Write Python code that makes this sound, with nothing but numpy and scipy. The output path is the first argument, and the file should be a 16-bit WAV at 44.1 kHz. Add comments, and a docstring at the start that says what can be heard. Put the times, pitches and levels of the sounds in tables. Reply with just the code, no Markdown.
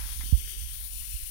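"""Hose spray on plants and paving

On the left a fine spray sweeps over potted plants and paving; jet noise and tiny impacts make a hiss
whose colour follows the aim. Heavier drops patter on leaves, drum in a pot and a tub and ring on rims,
and gouts of water slap a pot. On the right the hand holding the microphone makes structure-borne
sound: a rumble, light taps and a few dull thumps, one of them firm."""
import sys
import numpy as np
from scipy import signal
from scipy.fft import rfft, irfft
from scipy.io import wavfile
from scipy.ndimage import uniform_filter1d, map_coordinates

SR = 44100
rng = np.random.default_rng(int(sys.argv[2]) if len(sys.argv) > 2 else 0)


def unload_wav(signal):
    """Save mono or channel-first audio to the path in sys.argv[1] as 16-bit WAV at rate SR, clipped to [-1, 1]."""
    wavfile.write(
        sys.argv[1],
        SR,
        np.round(np.clip(np.atleast_2d(signal).T, -1, 1) * 32767).astype(np.int16),
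    )


N = 57330
TIME = np.arange(N) / SR
FREQS = np.arange(N // 2 + 1) * SR / N

# aim of the nozzle: (time [s], place [0 pots, 1 low plants, 2 air, 3 paving further off])
NOZZLE_AIM = [(0, 0), (.2, 0), (.28, .55), (.38, 1), (.67, 1), (.73, 1.7), (.86, 2.05), (.94, 3)]
# spectrum of the hiss at each place: (frequency [Hz], relative level [dB])
HISS_ON_POTS = [(1410, -18), (2400, -13), (2650, -15.5), (3250, -5), (4000, -10.5), (4350, -9), (4900, -10),
                (5800, -8.5), (6400, -9.5), (7900, -14.5), (8450, -6), (9200, -6), (10500, 2), (11200, -4),
                (12500, -8), (13300, -4.5), (15700, -8.5)]
HISS_ON_PLANTS = [(1410, -27), (2400, -9.5), (2800, -3.5), (3170, 4.5), (3550, -5), (4400, -4.5),
                  (4950, -4), (5230, -12.5), (5500, -3), (6100, 0), (6450, -7.5), (8000, -8), (8350, 0.5),
                  (9000, 4.5), (10400, 0.5), (11800, 1.5), (12500, -6.5), (13300, 2.5), (14800, -4),
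                  (15700, -4)]
HISS_IN_AIR = [(1410, -47), (2400, -27), (2750, -24), (3100, -9), (4200, -7.5), (4900, -12.5), (5900, -9.5),
               (6300, -19), (6650, -9), (7900, -13.5), (8400, -7.5), (10400, 3.5), (11500, -4), (12600, -7),
               (13900, 0.5), (15700, -5)]
HISS_ON_PAVING = [(1410, -36), (2400, -10.5), (2950, -4.5), (3330, -10.5), (3550, -7.5), (3870, -12),
                  (4150, -5), (4450, -10), (5400, -8.5), (5900, -5.5), (6480, -13.5), (6900, -7.5),
                  (8100, -6.5), (9000, -1), (9950, 4), (11700, -5.5), (12400, 0), (13100, -3.5), (13900, 0),
                  (15700, -6.5)]
# envelope of the hiss: (time [s], relative level [dB])
HISS_ENVELOPE = [(0.0, -39.5), (0.24, -40), (0.37, -42.5), (0.405, -41), (0.66, -41.5), (.78, -40),
                 (.89, -41.5), (1.0, -40), (1.3, -41.5)]
# envelopes of the drops on leaves, in a pot and on a hollow tub: (time [s], level [dB])
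LEAF_ENVELOPE = [(0, -52), (.15, -55), (.37, -61), (.42, -55.5), (.51, -50), (.56, -58), (.61, -54.5),
                 (.7, -58), (.86, -56.5), (.95, -68.5), (1.04, -58), (1.3, -56.5)]
POT_ENVELOPE = [(0, -50.5), (.13, -54.5), (.17, -59.5), (.31, -62.5), (.39, -68), (.65, -68.5),
                (.88, -63.5), (1.3, -83)]
TUB_ENVELOPE = [(0, -73.5), (.42, -63.5), (.57, -65), (.7, -75), (1.3, -84.5)]
# responses of those surfaces: (frequency [Hz], relative level [dB])
LEAF_SPECTRUM = [(600, -57), (1200, -13), (1600, -6.5), (2200, -0.5), (2800, -4.5), (3800, -25),
                 (8000, -44)]
POT_SPECTRUM = [(300, -29), (560, -12), (800, 0), (1300, -1), (1750, 0.5), (2400, -11), (5000, -34)]
TUB_SPECTRUM = [(200, -19.5), (340, -3.5), (460, -11), (570, -20), (1200, -53)]
# three notches in the spray's spectrum, one track each: (time [s], frequency [Hz], gain [dB])
NOTCH_TRACKS = [
    [(.24, 3850, 0), (.35, 4000, -8), (.45, 4120, -12), (.56, 4150, -14), (.72, 3850, 0)],
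    [(0, 7050, -3), (.27, 7250, -14), (.41, 7250, -3), (.6, 7250, -1), (.7, 7100, -9), (.83, 7050, -6),
     (.9, 7000, 0)],
    [(.15, 9200, -1), (.3, 9350, -10), (.45, 9480, -9), (.67, 9350, -5), (.85, 8700, 0)],
]
# reflection from a surface that comes closer as the hose moves: (time [s], delay [s])
NEAR_DELAY = [(.8, .000978), (.96, .000932)]
# spectra of the yard, the covered microphone's hiss and the rumble: (frequency [Hz], relative level [dB])
YARD_SPECTRUM = [(58, 8.5), (110, -5), (200, 1), (600, -7.5), (1500, -4), (6000, -39)]
COVERED_SPECTRUM = [(1000, -17), (4000, -19), (7500, -29.5), (10500, -20), (13000, -2), (15800, -7)]
RUMBLE_SPECTRUM = [(10, -14.5), (24, -6), (37, -4.5), (54, 2), (68, -4), (88, -18.5), (125, -22.5),
                   (180, -38), (300, -44.5), (600, -61.5), (2000, -80)]
# envelope of the handling rumble: (time [s], level [dB])
RUMBLE_ENVELOPE = [(0, -31), (.1, -34), (.22, -31), (.4, -35.5), (.47, -34), (.53, -43), (.57, -33),
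                   (.67, -35), (.72, -37.5), (.9, -39), (1.0, -36.5), (1.1, -38.5), (1.23, -36.5),
                   (1.3, -42.5)]
# finger taps on the casing: (time [s], impulse level [dB])
FINGER_TAPS = [(0.057, -48.5), (0.194, -46), (0.235, -45), (.258, -44.5), (0.29, -46.5), (0.411, -57)]
# casing modes excited by a tap: (frequency [Hz], gain [dB], T60 [s])
LOW_CASING_MODES = [(134, 12.5, 0.013), (216, 4, 0.02)]
# gouts of water hitting a pot: (time [s], smack level [dB], splash level [dB], splash T60 [s])
GOUTS = [(.09, -35, -44, 0.039), (.1215, -42, -54, 0.02), (.1285, -37, -50, 0.022),
         (0.2093, -31.5, -41, 0.075), (0.2312, -41, -47, 0.028), (1.02, -61, -55, 0.15),
         (1.244, -67, -57, 0.059)]
# spectrum of their splash: (frequency [Hz], relative level [dB])
SPLASH_SPECTRUM = [(400, -31), (750, -1), (1600, 1), (2100, 8.5), (2700, -14), (6000, -39)]
# large drops striking rims: (time [s], frequency [Hz], level [dB])
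RIM_DROPS = [(.209, 2027, -38), (.419, 2260, -42), (1.04, 2050, -49), (1.128, 2580, -38.5),
             (1.164, 2800, -38.5)]
# bumps on the casing, the firm one first: (time [s], level [dB], attack [s], initial pitch offset [Hz])
CASING_BUMPS = [(0.3247, -7.5, 0.0045, 107), (0.372, -25, 0.0059, 12), (0.616, -28.5, 0.011, 12),
                (1.136, -27, 0.011, -22)]
# casing modes excited by the firm bump: (frequency [Hz], level [dB], T60 [s])
HIGH_CASING_MODES = [(468, -43.5, 0.076), (696, -56, 0.078), (940, -55, 0.035)]


def from_db(db):
    """Amplitude grows tenfold for every 20 dB."""
    return 10 ** (np.asarray(db) / 20)


def rms_one(x):
    """Normalisation to unit rms fixes the mean power."""
    return x / np.sqrt(np.mean(x ** 2) + 1e-20)


def in_time(rows):
    """Linear interpolation joins (time, value) rows into a curve."""
    return np.interp(TIME, *np.transpose(rows))


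def coloured(x, spectrum):
    """Filtering multiplies the spectrum of x by a response; the result has unit rms."""
    hz, db = np.transpose(spectrum)
    response = from_db(np.interp(np.log(FREQS + 1), np.log(hz), db))
    return rms_one(irfft(rfft(x) * response, N))


def noise():
    """Independent samples have a flat mean spectrum: white noise."""
    return rng.standard_normal(N)


def drift(corner_hz):
    """Low-pass filtering turns noise into a slow fluctuation of unit rms."""
    return rms_one(irfft(rfft(noise()) / (1 + (FREQS / corner_hz) ** 2), N))


def drops(per_s, spread_db):
    """Independent impacts form shot noise of unit rms; a spread makes a few of them larger."""
    sizes = from_db(spread_db * np.minimum(rng.exponential(1, N), 4))
    signs = rng.choice([-1, 1], N)
    hits = rng.random(N) < per_s / SR
    return rms_one(sizes * signs * hits)


def decay(age, t60):
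    """Damping lowers a vibration exponentially, by 60 dB in t60 seconds."""
    return np.exp(-np.log(1000) * age / t60)


def ring(clicks, hz, t60):
    """A damped resonator answers a unit impulse with a sine decaying from height 1."""
    radius, angle = decay(1 / SR, t60), 2 * np.pi * hz / SR
    return signal.lfilter([0, np.sin(angle)], [1, -2 * radius * np.cos(angle), radius ** 2], clicks)


def mist(droplet_share=0.31, low_cut_hz=2170, gain_db=6, flutter_db=1):
    """Incoherent sources add in power: jet noise and fine droplets, coloured by the nozzle's aim."""
    aim, hiss = in_time(NOZZLE_AIM), 0
    for place, spectrum in enumerate((HISS_ON_POTS, HISS_ON_PLANTS, HISS_IN_AIR, HISS_ON_PAVING)):
        jet = np.sqrt(1 - droplet_share) * noise()
        droplets = np.sqrt(droplet_share) * drops(per_s=12000, spread_db=2.5)
        crossfade = np.sqrt(np.maximum(1 - abs(aim - place), 0))
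        hiss = hiss + crossfade * coloured(jet + droplets, spectrum)
    hiss = signal.sosfilt(signal.butter(3, low_cut_hz, "high", fs=SR, output="sos"), hiss)
    return hiss * from_db(in_time(HISS_ENVELOPE) + gain_db + flutter_db * drift(corner_hz=20))


def patter():
    """Impact excitation: leaves, pot and tub each filter the heavier drops by their own response."""
    leaves = coloured(drops(per_s=900, spread_db=1), LEAF_SPECTRUM) * from_db(in_time(LEAF_ENVELOPE))
    pot = coloured(drops(per_s=1200, spread_db=0), POT_SPECTRUM) * from_db(in_time(POT_ENVELOPE))
    tub = coloured(drops(per_s=1200, spread_db=0), TUB_SPECTRUM) * from_db(in_time(TUB_ENVELOPE))
    return leaves + pot + tub


def sliding_notches(x, width_hz=330):
    """Cancellation hollows out narrow bands, which slide and deepen as the jet moves."""
    lowpass = signal.butter(2, width_hz / 2, fs=SR)
    for track in NOTCH_TRACKS:
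        times, hz, db = np.transpose(track)
        carrier = np.exp(2j * np.pi * np.cumsum(np.interp(TIME, times, hz)) / SR)
        # shift the band down to 0 Hz, isolate it and shift it back
        baseband = signal.filtfilt(*lowpass, x / carrier, padtype="even")
        band = 2 * np.real(carrier * baseband)
        x = x - (1 - from_db(np.interp(TIME, times, db))) * band
    return x


def early_reflections(x, far_delay_s=0.001268, gain_db=-25):
    """Interference with inverted reflections from two nearby surfaces comb-filters the spray."""
    reflected = sum(map_coordinates(x, [(TIME - delay) * SR], order=3, mode="mirror")
                    for delay in (in_time(NEAR_DELAY), far_delay_s))
    return x - from_db(gain_db) * reflected


def background(spectrum, level_db):
    """Stationary noise makes a faint floor of constant colour and level."""
    return from_db(level_db) * coloured(noise(), spectrum)


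def rumble(smoothing_s=0.08):
    """Forced vibration: the grip shakes the casing around its low resonance."""
    shake = coloured(noise(), RUMBLE_SPECTRUM)
    power = np.abs(signal.hilbert(shake)) ** 2
    for _ in range(2):
        power = uniform_filter1d(power, int(smoothing_s * SR))
    steady_shake = rms_one(shake / np.sqrt(power))  # the grip keeps an even pressure
    return steady_shake * from_db(in_time(RUMBLE_ENVELOPE))


def taps(cutoff_hz=365):
    """Fingers excite the casing's low modes; a soft contact passes no treble."""
    clicks = np.zeros(N)
    for onset, db in FINGER_TAPS:
        clicks[int(onset * SR)] = from_db(db)
    rings = sum(from_db(db) * ring(clicks, hz, t60) for hz, db, t60 in LOW_CASING_MODES)
    return signal.sosfilt(signal.butter(4, cutoff_hz, fs=SR, output="sos"), rings)


def slaps(low_hz=785, high_hz=2440, rise_s=0.0016):
    """Each gout's impact radiates a band-limited pulse, the smack, then a splash of decaying noise."""
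    splash_envelope, clicks = np.zeros(N), np.zeros(N)
    for onset, smack_db, splash_db, t60 in GOUTS:
        age = np.maximum(TIME - onset, 0)
        splash_envelope += from_db(splash_db) * np.minimum(age / rise_s, 1) * decay(age, t60)
        clicks[int(onset * SR)] = from_db(smack_db)
    bandpass = signal.butter(2, [low_hz, high_hz], "band", fs=SR, output="sos")
    makeup_gain = SR / (2 * (high_hz - low_hz))  # a pulse loses height with its bandwidth
    smacks = makeup_gain * signal.sosfilt(bandpass, clicks)
    return smacks + splash_envelope * coloured(noise(), SPLASH_SPECTRUM)


def plinks(rise_s=0.0012, t60_s=0.054):
    """Free vibration: a rim struck by a large drop rings briefly at its natural frequency."""
    rings = np.zeros(N)
    for onset, hz, db in RIM_DROPS:
        age = np.maximum(TIME - onset, 0)
        envelope = (1 - np.exp(-age / rise_s)) * decay(age, t60_s)
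        rings += from_db(db) * envelope * np.sin(2 * np.pi * hz * age)
    return rings


def thump(onset, db, attack_s, offset_hz, rest_hz=56.6, relax_s=0.0049, hold_s=0.015, release_s=0.036):
    """A bump starts a low oscillation, damped by the hand; its pitch settles as the contact relaxes."""
    age = np.maximum(TIME - onset, 0)
    cycles = rest_hz * age + offset_hz * relax_s * (1 - np.exp(-age / relax_s))
    attack = np.sin(np.pi / 2 * np.minimum(age / attack_s, 1)) ** 2
    release = np.cos(np.pi / 2 * np.clip((age - hold_s) / release_s, 0, 1)) ** 2
    return -from_db(db) * attack * release * np.sin(2 * np.pi * cycles)


def knock():
    """Impulse response: the firm bump also rings the casing's higher modes."""
    click = np.zeros(N)
    click[int(CASING_BUMPS[0][0] * SR)] = 1
    return sum(from_db(db) * ring(click, hz, t60) for hz, db, t60 in HIGH_CASING_MODES)


def scene():
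    """Sources add by superposition: water and yard on the left, handling and faint hiss on the right."""
    spray = early_reflections(sliding_notches(mist() + patter()))
    left = spray + slaps() + plinks() + background(YARD_SPECTRUM, level_db=-69.5)
    handling = rumble() + taps() + sum(thump(*bump) for bump in CASING_BUMPS) + knock()
    right = handling + background(COVERED_SPECTRUM, level_db=-67)
    return np.array([left, right])


def record(dry):
    """Band limiting: a steep low-pass filter removes the highest treble."""
    lowpass = signal.firwin(401, cutoff=15900, window=("kaiser", 8), fs=SR)
    return signal.fftconvolve(dry, lowpass[None], mode="same", axes=1)


dry = scene()
out = record(dry)
unload_wav(out)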